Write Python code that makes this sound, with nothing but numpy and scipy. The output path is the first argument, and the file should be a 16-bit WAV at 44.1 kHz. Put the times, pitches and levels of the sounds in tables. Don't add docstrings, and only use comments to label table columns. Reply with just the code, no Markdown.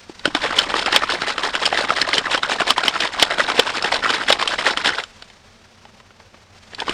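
import sys
import numpy as np
from scipy import signal
from scipy.fft import rfft, irfft
from scipy.io import wavfile
from scipy.ndimage import map_coordinates

SR = 44100
rng = np.random.default_rng(int(sys.argv[2]) if len(sys.argv) > 2 else 0)


def put_to_file(sound):
    columns = np.atleast_2d(sound).T
    safe = np.clip(columns, -1, 1)
    whole_steps = np.round(safe * 32767)
    wavfile.write(sys.argv[1], SR, whole_steps.astype(np.int16))


N = 305613
TIME_S = np.arange(N) / SR

# (frequency [Hz], relative density [dB per Hz])
OUTDOORS_SPECTRUM = [(15, -59), (25, -4), (58, -14), (92, -3), (145, -15), (229, -7), (285, -20.5),
                     (317, -17.5), (405, -13), (1890, -19), (5730, -24.5), (14400, -52), (16000, -55)]
# (frequency [Hz], relative density [dB per Hz])
SLEEVE_SPECTRUM = [(200, -35), (500, 5), (1500, 9.5), (5000, 6), (8600, -5), (15000, -38)]
# (time [s], rustle level [dB])
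ARM_LEVEL = [(0, -48), (5.0, -46), (5.4, -56), (6.53, -75), (6.57, -51.5), (6.65, -48), (6.77, -53.5),
             (6.93, -49)]
# (frequency [Hz], relative density [dB per Hz])
HEAVE_SPECTRUM = [(15, -5.5), (30, 0.5), (100, -5), (190, -2.5), (400, -12.5), (1500, -79)]
# (time [s], heave level [dB])
SHAKING_LEVEL = [(0, -68), (.3, -43.5), (3.0, -48.5), (4.9, -46.5), (5.15, -67), (6.6, -68.5), (6.93, -41)]
# (throw time [s], throw level [dB], return time [s], return length [s], return level [dB])
STROKES = [(0.19, -58, 0.249, 0.036, -31.5), (0.348, -27, 0.417, 0.05, -24),
           (0.495, -25, 0.56, 0.09, -24.5), (0.692, -24.5, 0.755, 0.079, -24.5),
           (0.862, -25, 0.917, 0.063, -21.5), (1.017, -25.5, 1.092, 0.062, -22.5),
           (1.202, -25.5, 1.264, 0.065, -25), (1.378, -28, 1.431, 0.055, -23.5),
           (1.533, -25.5, 1.607, 0.089, -25), (1.722, -23.5, 1.768, 0.085, -24.5),
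           (1.89, -24, 1.96, 0.063, -25.5), (2.07, -23, 2.129, 0.054, -21.5),
           (2.235, -27, 2.303, 0.059, -22.5), (2.427, -25.5, 2.494, 0.042, -20),
           (2.589, -24, 2.668, 0.043, -19.5), (2.766, -24.5, 2.832, 0.069, -23.5),
           (2.934, -23, 3.002, 0.075, -23.5), (3.124, -26, 3.19, 0.064, -22.5),
           (3.301, -23, 3.381, 0.061, -22.5), (3.481, -22, 3.55, 0.074, -24.5),
           (3.663, -21.5, 3.739, 0.056, -24.5), (3.838, -23.5, 3.91, 0.069, -24),
           (4.028, -21.5, 4.09, 0.096, -24), (4.207, -24.5, 4.281, 0.06, -20),
           (4.392, -23, 4.48, 0.079, -27), (4.584, -23.0, 4.652, 0.062, -21.0),
           (4.768, -25.5, 4.846, 0.059, -21), (4.935, -29.5, 4.98, 0.029, -29.5),
           (6.665, -61, 6.718, 0.025, -46), (6.785, -32.5, 6.861, 0.1, -32.5)]
# (gurgle re splash [dB], spray re splash [dB], fade [dB per s])
THROW_SHAPE = (-8, -5, 28)
RETURN_SHAPE = (-6, -1.2, 25)
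# (gurgle [dB], splash [dB], spray [dB])
FROTH_TONE_DB = (-2.5, 0, -3.5)
# (frequency [Hz], relative density [dB per Hz])
SLOSH_SPECTRUM = [(30, -38.5), (115, -14), (300, -7), (540, -3), (1500, 2.5), (2400, -2), (3060, -1),
                  (3800, -3), (4750, -8.5), (5250, -7.5), (6000, -19.5), (8000, -23.5), (10200, -32.5),
                  (13000, -69)]
# (frequency [Hz], relative density [dB per Hz])
MIST_SPECTRUM = [(3000, -19), (6500, 4), (8500, -0.5), (10500, -13), (12500, -25), (15000, -38)]
# (frequency [Hz], relative density [dB per Hz])
SLAP_SPECTRUM = [(40, -24), (140, -10), (300, -3), (1400, 0.5), (3200, -7.5), (5400, -7), (6200, -18.5),
                 (8500, -17), (11000, -33), (15000, -57)]
# (frequency [Hz], relative level [dB], t60 [s])
WALL_MODES = [(2770, -1.5, 0.015), (3064, 1.5, 0.024), (3264, 1, 0.021), (3527, -3.5, 0.036),
              (3950, -1, 0.024), (4470, 4.5, 0.011), (5205, -5.5, 0.033), (7160, -12, 0.05),
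              (8250, -25, 0.012)]
# (time [s], thud [dB], slap [dB], wall ring [dB], air pocket [Hz], most excited wall frequency [Hz])
KNOCKS = [(0.095, -31.5, -47, -49, 332, 4320), (0.194, -62, -41, -37, 870, 3940),
          (0.255, -17.5, -12, -16.5, 1480, 3080), (0.2762, -22, -37, -30.5, 302, 3000),
          (0.3491, -20.5, -15.5, -17.5, 306, 3390), (0.4503, -21.5, -23.0, -36, 478, 2700),
          (0.585, -31, -36, -25, 1450, 3060), (0.5889, -35, -33, -9, 1660, 3090),
          (0.7037, -29, -21.5, -31, 1420, 3430), (0.7402, -19.5, -14, -27, 1150, 2860),
          (0.8603, -25, -20.5, -19.5, 1320, 2670), (0.8793, -30, -18, -39, 766, 3300),
          (0.961, -25.5, -12, -7.5, 537, 3240), (1.0348, -22.5, -14.5, -51, 1270, 3100),
          (1.093, -53, -19, -40, 1478, 3720), (1.219, -25.5, -19, -24.5, 1370, 3970),
          (1.38, -24, -17, -24, 1300, 2780), (1.434, -45.5, -24.5, -23, 1710, 3250),
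          (1.552, -29, -16.5, -20.5, 1490, 2900), (1.6546, -31, -26.5, -14.5, 1620, 3180),
          (1.6616, -40, -22.5, -15.0, 1560, 5280), (1.7258, -18.5, -17, -28.5, 758, 2680),
          (1.774, -32, -17.5, -21, 1780, 3520), (1.893, -23, -20, -28.5, 1340, 2660),
          (1.904, -23, -11.5, -28, 1320, 2710), (2.0157, -29.5, -23.5, -13.5, 1540, 5140),
          (2.0248, -31.0, -18.5, -28, 1810, 3030), (2.1315, -39, -15.5, -23, 2078, 3310),
          (2.1813, -25.5, -21, -13.5, 1940, 3020), (2.2682, -29, -19.5, -38, 1320, 2650),
          (2.3464, -20, -18.5, -22.5, 520, 3450), (2.3765, -37.0, -23, -22.5, 960, 3120),
          (2.4317, -24.5, -14.5, -21, 1320, 3610), (2.6052, -19, -20.0, -22.5, 674, 2660),
          (2.6167, -24, -16.5, -26.0, 1440, 2660), (2.6785, -43, -21, -24, 1720, 3010),
          (2.7051, -20, -11, -10, 1190, 3030), (2.7796, -19, -12, -19, 990, 3290),
          (2.881, -23.5, -18.5, -10.5, 2020, 2960), (2.9552, -32.0, -19, -41, 1320, 2800),
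          (3.0041, -46, -25.5, -18.5, 1560, 3140), (3.1971, -36.5, -43, -17.0, 1100, 3130),
          (3.2253, -15, -23, -6, 700, 3290), (3.3954, -20.0, -17, -23.5, 570, 3550),
          (3.5, -26, -16.5, -25, 1290, 2970), (3.5906, -12, -27, -23, 468, 3000),
          (3.595, -16.5, -12, -8.5, 533, 3000), (3.674, -46, -20.5, -35, 945, 2810),
          (3.8242, -30, -24, -22, 1366, 4880), (3.8448, -21.5, -18, -24.0, 1720, 2800),
          (3.9232, -33, -17.0, -23, 910, 3260), (3.9424, -31.5, -27, -22, 1890, 4200),
          (4.0281, -44, -24, -40, 1410, 3080), (4.0375, -26, -20, -26, 1370, 3000),
          (4.1017, -46.0, -20, -25, 1390, 3150), (4.2108, -37.5, -22.5, -33, 1332, 3380),
          (4.2943, -22, -28, -18.5, 1080, 3130), (4.302, -17, -12.0, -15.5, 590, 3070),
          (4.325, -18.5, -17.5, -11.5, 940, 3630), (4.4251, -27, -15.5, -21, 1080, 3610),
          (4.4757, -43, -27, -15.5, 1160, 3070), (4.6652, -35, -15.5, -31, 1840, 2680),
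          (4.6762, -21, -30, -20.5, 543, 3100), (4.773, -32, -18.5, -19, 1355, 3150),
          (4.8589, -25, -18, -17, 1690, 3110), (4.9836, -41, -19.5, -28, 1420, 3640),
          (5.0004, -35.5, -25, -34, 2090, 3700), (5.0368, -56.5, -31.5, -29, 1400, 2690),
          (5.223, -43.5, -38, -36, 1480, 4220), (5.3, -50, -46, -46.5, 2080, 3270),
          (5.8522, -45.0, -41.5, -48.5, 830, 2600), (6.0007, -52.0, -44.5, -50.0, 1000, 2630),
          (6.1058, -52, -46.5, -57, 1400, 2780), (6.1998, -52.5, -43.5, -51, 880, 4690),
          (6.343, -48, -44, -57, 1140, 3810), (6.7336, -41, -36.5, -45.0, 1720, 2820),
          (6.7475, -53, -45.0, -31, 2010, 4220), (6.802, -46, -30.5, -23.5, 2380, 3490),
          (6.819, -22.5, -25.5, -36.5, 940, 2940), (6.8802, -23, -18.5, -50, 1110, 4150),
          (6.8939, -23.5, -25, -21, 348, 3170)]
# (thud [dB], slap [dB], ring [dB])
RATTLE_TONE_DB = (-11.5, -5, -9.5)
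# (frequency [Hz], side re mid [dB])
WIDTH = [(60, -20.5), (200, -27.5), (500, -27.5), (1500, -38), (4000, -33), (8000, -24), (14000, -21)]

BAND_EDGES_HZ = (800, 2400)
TOP_HZ = 16300
HISS_DB, HUM_DB, HUM_HZ = -50.0, -63, 91.5
DIFFUSE_DB = -24.5
STONES_DB = -23.5
USUAL_DB = -24
THROW_S = 0.04536
SPRAY_GROWS_DB_PER_DB = 0.079
FROTH_DB, FROTH_HOLD_S, FROTH_FALL_S = -8, 0.0358, 0.012
MIST_DB = -37.0
DROP_RATE_PER_S, DROP_DB, DROP_RANGE_DB = 45, -11, 8.5
RATTLE_MAX_PER_S, RATTLE_DB, RATTLE_SCATTER_DB = 15, 4.5, 1.5
RATTLE_POCKET_HZ, POCKET_SCATTER_OCT = 1330, 0.4
RATTLE_RING_HZ, RING_SCATTER_OCT = 3320, 0.2


def amp(db):
    return 10 ** (np.asarray(db) / 20)


def unit(x):
    return x / np.sqrt(np.mean(x ** 2, axis=-1, keepdims=True) + 1e-20)


def add(track, start_s, sound):
    start = max(0, round(start_s * SR))
    part = track[start:start + len(sound)]
    part += sound[:len(part)]


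def wobble(rate_hz):
    knots = rng.standard_normal(int(N * rate_hz / SR) + 4)
    return map_coordinates(knots, [TIME_S * rate_hz])


def level_curve(points):
    return amp(np.interp(TIME_S, *np.transpose(points)))


def spectrum_gain(points, size):
    hz, db = np.transpose(points)
    return amp(np.interp(np.log(np.fft.rfftfreq(size, 1 / SR) + 1), np.log(hz), db))


def colour(x, points, size=2048):
    cepstrum = irfft(np.log(spectrum_gain(points, size)))
    cepstrum[1:size // 2] *= 2
    cepstrum[size // 2 + 1:] = 0
    impulse = irfft(np.exp(rfft(cepstrum)))
    return signal.fftconvolve(x, impulse)[:len(x)]


def passband(x, hz, kind, order=3):
    return signal.sosfilt(signal.butter(order, hz, kind, fs=SR, output="sos"), x)


def registers(x):
    low_hz, high_hz = BAND_EDGES_HZ
    low = passband(x, low_hz, "lowpass")
    middle = passband(x, (low_hz, high_hz), "bandpass")
    high = passband(x, high_hz, "highpass")
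    return low, middle, high


def gate(t, length_s, rise_s, fall_s):
    opening = (1 + np.tanh(t / rise_s)) / 2
    closing = (1 - np.tanh((t - length_s) / fall_s)) / 2
    return opening * closing


def outdoors():
    flicker = amp(0.38 * wobble(29) + 2.7 * np.tanh(wobble(77)))
    hiss = unit(colour(rng.standard_normal(N), OUTDOORS_SPECTRUM, size=8192)) * flicker
    phase = 2 * np.pi * HUM_HZ * TIME_S + 1.8 * wobble(9.1)
    hum = unit(np.sin(phase) * amp(3 * wobble(4)))
    return amp(HISS_DB) * hiss + amp(HUM_DB) * hum


def stones(x, t60_s, size=8000):
    t = np.arange(size) / SR
    noise = passband(rng.standard_normal(size), 4700, "lowpass", order=1)
    tail = noise * amp(-60 * t / t60_s) * (t > .003)
    return signal.fftconvolve(x, tail / np.linalg.norm(tail))[:N]


def sleeve():
    rub = unit(colour(rng.standard_normal(N), SLEEVE_SPECTRUM) * amp(3.7 * wobble(90)))
    return level_curve(ARM_LEVEL) * rub


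def heave():
    rumble = unit(colour(rng.standard_normal(N), HEAVE_SPECTRUM) * amp(0.78 * wobble(22)))
    return level_curve(SHAKING_LEVEL) * rumble


def drops(spray, t60_s, count=600):
    when, size, luck = rng.random((count, 3)).T
    lands = luck < DROP_RATE_PER_S * N / SR / count
    impacts = np.bincount((when * N).astype(int), lands * amp(-DROP_RANGE_DB * size), N)
    t = TIME_S[:SR // 100]
    envelope = signal.fftconvolve(impacts, amp(-60 * t / t60_s))[:N]
    ticks = envelope * rng.standard_normal(N)
    return amp(DROP_DB) * spray * unit(colour(ticks, SLAP_SPECTRUM))


def surge_levels(rise_s, fall_s):
    surges = []
    for throw_s, throw_db, return_s, return_length_s, return_db in STROKES:
        surges.append((throw_s, THROW_S, throw_db, THROW_SHAPE))
        surges.append((return_s, return_length_s, return_db, RETURN_SHAPE))
    power = np.zeros((3, N))
    for start_s, length_s, db, (gurgle_db, spray_db, fade_db_per_s) in surges:
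        near = slice(max(0, int((start_s - .03) * SR)), int((start_s + .25) * SR))
        t = TIME_S[near] - start_s
        spray_db = spray_db + SPRAY_GROWS_DB_PER_DB * (db - USUAL_DB)
        tone = amp([[gurgle_db], [0], [spray_db]])
        fade = amp(-fade_db_per_s * (t - length_s / 2))
        surge = tone * gate(t, length_s, rise_s, fall_s) * fade
        froth_tone = amp(FROTH_DB) * amp(FROTH_TONE_DB)[:, None]
        froth = froth_tone * gate(t, length_s + FROTH_HOLD_S, rise_s, FROTH_FALL_S)
        power[:, near] += amp(db) ** 2 * (surge ** 2 + froth ** 2)
    return np.sqrt(power)


def bubbles(rate_per_s, low_hz, high_hz, cycles, range_db, size=700):
    count = int(rate_per_s * N / SR)
    draw = rng.random((count, 4))
    hz = low_hz * (high_hz / low_hz) ** draw[:, :1]
    life_s = cycles * 2 ** (2 * draw[:, 1:2] - 1) / hz
    strength = amp(-range_db * draw[:, 2:3]) * hz
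    t = np.arange(size) / SR
    age = t / life_s
    phase = 2 * np.pi * hz * t * (1 + 0.04 * np.minimum(age, 2))
    envelope = np.exp(-age) * (1 - np.exp(-2 * hz * t)) * (1 - (t / t[-1]) ** 2)
    ring = strength * envelope * np.sin(phase)
    where = (draw[:, 3:] * N).astype(int) + np.arange(size)
    return unit(np.bincount(where.ravel(), ring.ravel(), N + size)[:N])


def slosh(levels):
    big = bubbles(rate_per_s=480, low_hz=213.4, high_hz=1027, cycles=1.28, range_db=4.5)
    medium = bubbles(rate_per_s=1000, low_hz=661, high_hz=2710, cycles=1.5, range_db=11)
    glugs = bubbles(rate_per_s=55, low_hz=700, high_hz=2097, cycles=6.7, range_db=3.5)
    fine = bubbles(rate_per_s=2600, low_hz=1995, high_hz=11570, cycles=2.66, range_db=8.0)
    churn = amp([[-13], [-14], [-11]]) * rng.standard_normal((3, N))
    lumps_db = 4.8 * np.tanh(wobble(190))
    out = np.zeros(N)
    for index, cloud in enumerate((big, medium + amp(-5) * glugs, fine)):
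        voice = registers(colour(cloud + churn[index], SLOSH_SPECTRUM))[index]
        flutter_db = 2.2 * np.tanh(wobble(80))
        out += levels[index] * unit(voice * amp(lumps_db + flutter_db))
    mist = unit(colour(rng.standard_normal(N), MIST_SPECTRUM))
    mist_level = amp(MIST_DB) * (levels[2] / levels[2].max()) ** 1.1
    return out + mist_level * mist * amp(lumps_db)


def rattle(splash, count=200):
    place, chance = rng.random((count, 2)), rng.standard_normal((count, 5))
    rows = []
    for (when, luck), scatter in zip(place, chance):
        strength = splash[int(when * N)]
        likelihood = RATTLE_MAX_PER_S * N / SR / count * min(1, strength / amp(USUAL_DB))
        if luck < likelihood:
            knock_db = 20 * np.log10(strength) + RATTLE_DB
            parts_db = knock_db + np.array(RATTLE_TONE_DB) + RATTLE_SCATTER_DB * scatter[:3]
            pocket_hz = RATTLE_POCKET_HZ * 2 ** (POCKET_SCATTER_OCT * scatter[3])
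            ring_hz = RATTLE_RING_HZ * 2 ** (RING_SCATTER_OCT * scatter[4])
            rows.append((when * N / SR, *parts_db, pocket_hz, ring_hz))
    return rows


def knocks(blows, pocket_cycles, slap_t60_s, pocket_db, crack_db, focus_db, attack_s, lead_db, lead_s,
           size=3000):
    out, t = np.zeros(N), np.arange(size) / SR
    blow = SR // 100
    mode_hz, mode_db, mode_t60_s = np.transpose(WALL_MODES)[:, :, None]
    onset = 1 - np.exp(-t / attack_s)
    for start_s, thud_db, slap_db, ring_db, pocket_hz, ring_hz in blows:
        chance = rng.standard_normal((3, len(WALL_MODES), 1))
        favour_db = focus_db * np.exp(-(np.log(mode_hz / ring_hz) / 0.15) ** 2)
        decay = amp(mode_db + favour_db + 2 * chance[0] - 60 * t / mode_t60_s)
        detuned_hz = mode_hz * (1 + 0.016 * chance[1])
        modes = decay * np.sin(2 * np.pi * detuned_hz * t + chance[2])
        wall = unit(onset * modes.sum(0))

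        pocket_decay = np.exp(-t * pocket_hz / pocket_cycles - t / 0.0087)
        pocket = unit(onset * pocket_decay * np.sin(2 * np.pi * pocket_hz * t))
        burst = onset * rng.standard_normal(size) * amp(-60 * t / slap_t60_s)
        splat = unit(colour(burst, SLAP_SPECTRUM))
        thud, slap, _ = registers(splat + amp(pocket_db + 0.21 * slap_db) * pocket)
        thud = passband(thud, 119, "highpass", order=2)
        crack = unit(registers(splat)[2])
        ring = wall + amp(crack_db + 0.069 * ring_db) * crack
        for part, db in ((thud, thud_db), (slap, slap_db), (ring, ring_db)):
            add(out, start_s, amp(db) * part / np.sqrt(np.mean(part[:blow] ** 2)))

        swell = np.exp(-t[:2 * blow][::-1] / lead_s)
        rush = unit(colour(rng.standard_normal(2 * blow), SLOSH_SPECTRUM)) * swell
        add(out, start_s - 2 * blow / SR, amp(ring_db + lead_db) * rush)
    return out


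def scene():
    around = sleeve() + outdoors()
    diffuse = amp(DIFFUSE_DB) * outdoors()
    levels = surge_levels(rise_s=0.007, fall_s=0.015)
    liquid = slosh(levels) + heave()
    patter = drops(levels[2], t60_s=0.0049)
    blows = list(KNOCKS) + rattle(levels[1])
    hits = knocks(blows, pocket_cycles=4.8, slap_t60_s=0.028, pocket_db=8.0, crack_db=-4.0, focus_db=14,
                  attack_s=0.00029, lead_db=-13.0, lead_s=0.0092)
    bottle = liquid + patter + hits
    mid = bottle + amp(STONES_DB) * stones(bottle, t60_s=0.079) + around
    turned = irfft(1j * rfft(mid) * spectrum_gain(WIDTH, N), N)
    side = turned + diffuse
    return np.array([mid + side, mid - side])


def record(dry):
    clipped = np.clip(dry, -1, 1)
    return irfft(rfft(clipped) * (np.fft.rfftfreq(N, 1 / SR) < TOP_HZ), N)


dry = scene()
out = record(dry)
put_to_file(out)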